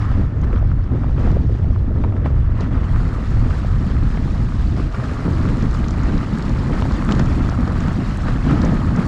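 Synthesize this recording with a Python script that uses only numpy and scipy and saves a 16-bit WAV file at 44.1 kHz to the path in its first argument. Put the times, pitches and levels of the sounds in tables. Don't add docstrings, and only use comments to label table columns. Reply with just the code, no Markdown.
import sys
import numpy as np
from scipy import signal
from scipy.fft import rfft, irfft, next_fast_len
from scipy.io import wavfile
from scipy.ndimage import uniform_filter1d, map_coordinates

SR = 44100
rng = np.random.default_rng(int(sys.argv[2]) if len(sys.argv) > 2 else 0)


def makeup_ratio(level_db):
    decades = np.asarray(level_db, float) / 20
    return 10 ** decades


def to_wav(sig):
    pcm = np.clip(np.atleast_2d(sig), -1, 1) * 32767
    pcm = np.round(pcm).astype(np.int16)
    wavfile.write(sys.argv[1], SR, pcm.T)


N = 399987


def unit(x):
    return x / np.sqrt(np.mean(x ** 2) + 1e-20)


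def curves(rows):
    time_s, *columns = np.transpose(rows)
    return [np.interp(np.arange(N) / SR, time_s, column) for column in columns]


def swells(rows):
    t = np.arange(0, N, 50) / SR
    rise_db = sum(db * np.exp(-(2 * (t - middle_s) / length_s) ** 2) for middle_s, length_s, db in rows)
    return np.interp(np.arange(N) / SR, t, rise_db)


def wobble(knots_per_s):
    knots = rng.standard_normal(N // 100)
    return map_coordinates(knots, [np.arange(N) * knots_per_s / SR])


def filtered(x, response):
    size = next_fast_len(N + 8192)
    hz = np.fft.rfftfreq(size, 1 / SR)
    return irfft(rfft(x, size) * response(hz), size)[:N]


def coloured(x, spectrum):
    knot_hz, gain_db = np.transpose(spectrum)

    def response(hz):
        return makeup_ratio(np.interp(np.log(hz + 1), np.log(knot_hz + 1), gain_db, -120, -120))

    return unit(filtered(x, response))


def crushed(per_s, spread_db, life_s, smooth):
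    starts = rng.random(N) < per_s / SR
    sizes = starts * makeup_ratio(spread_db * np.minimum(rng.exponential(size=N), 4))
    t = np.arange(SR // 20) / SR
    bursts = signal.fftconvolve(sizes, np.exp(-t / life_s))[:N]
    return (smooth + unit(bursts)) * rng.standard_normal(N)


# (time [s], push of the eddies [dB], their sharpness at the port edge [dB])
WIND = [(0, -17, -43), (.8, -16, -43), (1.2, -16.5, -41), (2.2, -15.5, -36.5), (3.3, -17, -45),
        (4.6, -18, -49.5), (5.3, -18.5, -39), (6.1, -16.5, -47), (6.4, -22.5, -41), (6.7, -17, -46),
        (7.75, -17, -43), (8.05, -22, -64), (8.6, -17, -53), (9.07, -18, -44)]
# (frequency [Hz], gain [dB])
BUFFET = [(12, -38), (20, 0), (48, 2), (68, 1.5), (124, -3), (151, -9.5), (170, -17.5), (220, -46.5),
          (370, -120)]
# (frequency [Hz], gain [dB])
FLUTTER = [(200, -16), (330, 4.5), (450, 1.5), (650, -5.5), (1000, -36.5)]
# (middle [s], length [s], rise [dB])
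BUMPS = [(.2, 0.1, 9), (.71, 0.055, 3), (.93, 0.14, 5.5), (1.18, 0.048, 1), (1.48, 0.04, -9),
         (1.81, 0.1, -6), (2.62, 0.087, -3.5), (3.45, 0.12, 8), (3.85, 0.087, 3), (4.94, 0.042, -16),
         (5.3, 0.1, 7), (5.5, 0.29, 5.5), (6.2, 0.11, 1.5), (6.68, 0.2, 4.5), (7.1, 0.61, 7.5),
         (7.71, 0.071, 3.5), (7.88, 0.031, 4.5), (7.99, 0.051, 4.5), (8.62, 0.37, 5.5), (8.99, 0.028, 6)]
# (middle [s], length [s], rise [dB])
HEAPS = [(.12, 0.018, 3), (.44, 0.02, 9.5), (.56, 0.19, 6), (.92, 0.05, 2), (1.04, 0.047, 0.5),
         (1.19, 0.035, 5), (1.29, 0.19, 7.5), (1.76, 0.024, -1), (1.97, 0.033, 4), (2.05, 0.018, 2.5),
         (2.265, 0.032, 10.5), (2.31, 0.022, 2), (2.615, 0.067, 8.5), (2.7, 0.031, -4.5), (2.75, 0.066, 3),
         (4.81, 0.12, 4), (4.95, 0.014, 7.5), (5.04, 0.016, 4.5), (5.15, 0.14, 0.5), (5.49, 0.047, 1.5),
         (5.74, 0.04, 1.5), (6.05, 0.28, 2.5), (6.22, .04, 2), (6.73, 0.14, 1.5), (6.83, 0.037, -4),
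         (7.11, 0.033, 6), (7.2, 0.04, 4), (7.45, 0.033, 0), (7.57, 0.03, -4), (7.68, 0.052, 3),
         (8.29, 0.065, 6.5), (8.5, 0.067, 2.5), (8.63, 0.31, 4), (9, 0.074, 5)]


def wind(shake):
    push_db, edge_db = curves(WIND)
    push_db = push_db + 2.03 * wobble(7) + 1.3 * shake
    buffet = makeup_ratio(push_db) * coloured(rng.standard_normal(N), BUFFET)
    flutter = crushed(90, spread_db=-2.0, life_s=0.0032, smooth=0.45)
    flutter = makeup_ratio(0.78 * wobble(22) + 1.3 * shake) * flutter
    edge_db = edge_db + 0.53 * swells(BUMPS) + 1.3 * swells(HEAPS)
    return buffet + makeup_ratio(edge_db) * coloured(flutter, FLUTTER)


def chips(per_s, centre_hz, spread, cycles, spread_db):
    when, pitch, size = rng.random((3, 12000))[:, :int(per_s * N / SR)]
    hz = centre_hz * np.exp(spread * (2 * pitch - 1))[:, None]
    t = np.arange(600) / SR
    level = makeup_ratio(-spread_db * np.log(size + 0.059))[:, None]
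    pings = level * np.sin(2 * np.pi * hz * t) * np.exp(-t * hz / cycles)
    at = (when * N).astype(int)[:, None] + np.arange(len(t))
    return unit(np.bincount(at.ravel(), pings.ravel(), N)[:N])


# (time [s], coarse stones [dB], fine grit [dB], ruts that thrum the carcass [dB])
ROAD = [(0, -35, -50, -28.5), (.33, -44.5, -60, -30.5), (.75, -45, -60.5, -29.5), (1.1, -43.5, -57.5, -27),
        (1.5, -46.5, -56.5, -27), (1.9, -46, -60.5, -26), (2.45, -42.5, -60, -30.5),
        (2.61, -41.5, -56.5, -27.5), (2.67, -41, -57, -25.5), (2.9, -37, -54, -26.5),
        (3.4, -39, -52.5, -31), (4.3, -39.5, -49.5, -24.5), (4.86, -45, -52.5, -30.5),
        (4.96, -36, -50, -28.5), (6, -37, -48.5, -24), (6.4, -37, -49, -24.5), (7, -34.5, -45.5, -27),
        (7.7, -34.5, -51, -21.5), (8.1, -36, -48.5, -24.5), (8.6, -36, -49, -25), (9.07, -35, -50, -20)]
# (frequency [Hz], gain [dB])
THRUM = [(70, -51), (120, -4.5), (170, -2), (215, -3.5), (250, -4.5), (280, -7), (315, -11), (400, -20),
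         (550, -25.5), (900, -29), (1400, -49)]
# (frequency [Hz], gain [dB])
CRUNCH = [(250, -28), (450, -3.5), (800, -7), (1250, 1.5), (1500, -4.5), (1850, -6), (2300, -14),
          (3000, -21), (5000, -44.5)]
# (frequency [Hz], gain [dB])
GRIT = [(1500, -6), (2500, -4.5), (3500, -4), (5000, -5.5), (7200, -13), (8300, -17.5), (10000, -24.5),
        (12200, -31.5), (13000, -39), (14500, -55), (16000, -83.5)]


def tyre(shake):
    coarse_db, fine_db, ruts_db = curves(ROAD)
    heaps_db = swells(HEAPS)
    thrum_db = ruts_db + swells(BUMPS) + 0.76 * heaps_db
    crunch_db = coarse_db + heaps_db
    grit_db = fine_db + 0.66 * heaps_db + 1.2 * wobble(18)

    bite = wobble(18)
    thrum = makeup_ratio(0.8 * bite + 1.1 * shake) * crushed(160, spread_db=3.5, life_s=0.0064, smooth=1.21)
    crunch = makeup_ratio(1.1 * bite + 0.54 * shake) * crushed(260, spread_db=4.5, life_s=0.0063, smooth=2.8)
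    grit = makeup_ratio(0.24 * bite) * crushed(530, spread_db=0.5, life_s=0.00086, smooth=4.1)
    thrum, crunch, grit = unit(thrum), unit(crunch), unit(grit)

    pings = chips(500, 4220, spread=1.17, cycles=3.4, spread_db=0.0)
    pings = filtered(pings, lambda hz: np.sqrt(hz / 4000))
    pops = chips(420, 1177, spread=0.63, cycles=1.4, spread_db=2.5)
    rings = chips(84, 4200, spread=0.9, cycles=47, spread_db=1.5)

    carcass = coloured(thrum + 0.27 * crunch, THRUM)
    coarse = coloured(crunch + 0.4 * pings + 0.37 * pops, CRUNCH)
    fine = coloured(grit + 1.4 * crunch + 0.75 * pings + 0.49 * rings, GRIT)
    return makeup_ratio(thrum_db) * carcass + makeup_ratio(crunch_db) * coarse + makeup_ratio(grit_db) * fine


def click(hz, edge_db, t):
    def band(noise, lo_hz, hi_hz):
        sos = signal.butter(4, [lo_hz, hi_hz], "bandpass", fs=SR, output="sos")
        return unit(signal.sosfilt(sos, noise))

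    body_noise, edge_noise = rng.standard_normal((2, len(t)))
    body = band(body_noise, hz * 0.67, hz * 1.22) * makeup_ratio(-60 * t / 0.016)
    edge = band(edge_noise, 5000, 7440) * makeup_ratio(-60 * t / 0.021)
    return body + makeup_ratio(edge_db + 8.0) * edge


# (frequency [Hz], level re thud [dB], decay to 1/e [s])
CASING = [(640, -10, 0.0018), (1250, -17.5, 0.0019)]


def knock(hz, snap_db, t):
    decay = np.exp(-t * hz / 0.72) + 0.2 * np.exp(-t * hz / 1.9)
    thud = np.sin(2 * np.pi * hz * t) * decay
    casing = sum(makeup_ratio(db) * np.sin(2 * np.pi * mode_hz * t) * np.exp(-t / life_s)
                 for mode_hz, db, life_s in CASING)
    snap = makeup_ratio(snap_db + 4.0) * np.sin(2 * np.pi * 2100 * t) * np.exp(-t / 0.0007)
    return thud + casing + snap


# (time [s], relative level [dB], pitch [Hz], relative bright edge [dB])
CLICKS = [(0.1135, -43, 3590, -20), (0.3003, -46, 2700, -33), (0.3836, -73, 3520, 8),
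          (0.4146, -51, 4240, -3.5), (0.4457, -46, 3430, -11), (0.5334, -49, 4000, -11),
          (0.558, -38, 3400, -37), (0.5768, -40, 3340, -28), (0.8355, -47, 4060, -27),
          (1.3146, -38, 4780, -18), (1.952, -45, 3600, -22), (2.0384, -41, 2900, -28),
          (2.553, -39, 3320, -26), (2.607, -33, 4200, -14), (2.619, -43, 4900, -24), (4.67, -39, 4330, -23),
          (4.9236, -42, 4190, -7), (5.3058, -40, 3500, -16.5), (5.4884, -29, 2700, -23),
          (5.624, -39, 5140, -11), (5.7108, -36, 3440, -15), (5.7438, -33, 4300, -17),
          (5.7724, -39, 6060, -20), (5.844, -33, 3940, -32), (5.883, -31, 3900, -10), (5.907, -43, 3640, 1),
          (5.939, -43, 3720, -12), (6.0332, -39, 3620, -6.5), (6.178, -29.5, 4600, -31),
          (6.423, -32, 4330, -18), (6.4512, -36, 3820, -15), (6.493, -33, 4300, -13),
          (6.822, -26, 3300, -26), (6.9204, -31, 3990, -17), (7.048, -38, 8500, -20),
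          (7.089, -34, 3300, -14), (7.112, -31, 4060, -10), (7.1209, -17, 3840, -19.5),
          (7.1506, -32, 3320, -14), (7.1938, -22, 4530, -17), (7.241, -44, 3500, -5),
          (7.257, -33, 3970, -12), (7.4893, -41, 5400, -12), (7.496, -32, 4900, -15),
          (7.6766, -32, 4330, -22), (7.804, -33.5, 3330, -8), (7.882, -31, 3830, -17),
          (7.9609, -41, 4300, -10), (8.172, -35.5, 9140, -15), (8.22, -48, 4050, 0),
          (8.5093, -36, 6700, -28), (8.6166, -27.5, 4930, -19), (8.649, -33, 6200, -7),
          (8.9606, -44, 3300, 2)]
# (time [s], relative level [dB], pitch [Hz], relative snap [dB])
KNOCKS = [(0.5293, -12, 1300, -11), (0.5615, -13, 1190, -13), (0.6265, -17, 620, -20),
          (0.716, -13, 1310, -38), (1.0357, -15, 1250, -16), (1.043, -13.5, 794, -26),
          (1.095, -19, 860, -18), (1.2752, -10.5, 720, -23), (1.4945, -23, 684, -16), (1.644, -20, 627, -9),
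          (1.761, -14, 1040, -33), (1.9605, -21, 790, -21), (1.974, -23, 900, -25), (2.039, -9, 890, -15),
          (2.0466, -12.5, 900, -26), (2.124, -20.5, 665, -8), (2.166, -16, 1700, -27),
          (2.246, -29, 700, -23), (2.2594, -11, 795, -12), (2.833, -15, 1080, -14), (2.961, -11, 1350, -12),
          (3.2136, -25, 1160, -21), (3.5084, -13.5, 1250, -20), (3.842, -21, 705, -11),
          (3.647, -16.5, 680, -11), (3.967, -15, 1170, -9), (4.174, -16, 746, -3), (4.2054, -24, 900, -18),
          (4.5217, -15, 1180, -15), (4.774, -17.5, 645, -11), (4.798, -14.5, 1210, -8),
          (4.9455, -9.5, 1250, -22), (5.04, -12, 1230, -16), (5.392, -14, 1100, -26), (5.4, -21, 616, -22),
          (5.443, -15, 1300, -25), (5.4542, -10, 1190, -17), (5.7493, -10, 1160, -20),
          (5.841, -16, 942, -4), (6.0302, -15, 1400, -20), (6.395, -13, 1160, -12),
          (6.5617, -13, 1150, -13), (6.8224, -4.5, 920, -16), (6.8544, -10, 765, -25),
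          (6.885, -21, 1180, -16), (6.911, -8.5, 1050, -20), (7.024, -7.5, 1010, -16),
          (7.0904, -4.5, 1300, -12), (7.112, -10, 1700, -9), (7.1215, -22.5, 1900, -14),
          (7.1974, -5, 960, -24), (7.316, -14, 640, -7), (7.4894, -9, 1130, -26), (7.524, -13, 725, -29),
          (7.576, -11, 1100, -27), (7.676, -9, 1160, -17), (8.2847, -6, 1230, -34), (8.5113, -6, 1030, -27),
          (8.6435, -13, 623, -16), (8.66, -11, 724, -23)]


def stones():
    out = np.zeros(N + SR)
    t = np.arange(SR // 20) / SR
    onset = 1 - np.exp(-t / 0.00054)
    for rows, strike in ((CLICKS, click), (KNOCKS, knock)):
        for time_s, db, hz, bright_db in rows:
            hit = strike(hz, bright_db, t) * onset
            out[round(time_s * SR):][:len(t)] += makeup_ratio(db - 1.0) * hit
    return filtered(out[:N], lambda hz: 1 / (1 + (hz / 11500) ** 6))


# (time [s], tick rate [1/s])
HUB = [(0, 101), (4.8, 102), (6.6, 98), (8.2, 108), (9.07, 105)]
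# (frequency [Hz], width [Hz], level [dB])
PAWL = [(4300, 470, -1), (5430, 330, -3), (6960, 790, -1.5), (8100, 400, 0), (9420, 1100, -4.5),
        (12100, 620, -5)]


def freewheel():
    coast_s, engage_s = 2.7, 0.27
    hub_db, usual_db, shaken = -57, -39, 0.91
    rate, = curves(HUB)
    coasting = np.clip((np.arange(N) / SR - coast_s) / engage_s, 0, 1)
    level_db = hub_db + shaken * (curves(ROAD)[0] - usual_db)
    since_tooth_s = np.cumsum(rate / SR) % 1 / rate
    tick = np.exp(-since_tooth_s / 0.0042) * makeup_ratio(3.4 * wobble(70))
    ticks = (0.21 + tick) * rng.standard_normal(N)

    def shell(hz):
        total = 0
        for k, (centre, width, db) in enumerate(PAWL):
            damping = 1j * hz * width
            total = total + (-1) ** k * makeup_ratio(db) * damping / (centre ** 2 - hz ** 2 + damping)
        return total * makeup_ratio(-2.6 * hz / 1000)

    return coasting * makeup_ratio(level_db) * unit(filtered(ticks, shell))


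def scene():
    shake = wobble(14)
    return (wind(shake) + tyre(shake) + stones() + freewheel())[None]


def low_pass(x):
    return signal.sosfilt(signal.butter(12, 15100, fs=SR, output="sos"), x)


def record(dry):
    bass = filtered(dry[0], lambda hz: 1 / (1 + (hz / 550) ** 4))
    level = np.sqrt(np.abs(uniform_filter1d(bass ** 2, size=900)))
    held = bass / (0.5 + (level / 0.28) ** 2) ** 0.27
    rounded = held / (1 + np.abs(held / 0.58) ** 4) ** 0.3
    mix = dry - bass + rounded
    return low_pass(mix)


dry = scene()
out = record(dry)
to_wav(out)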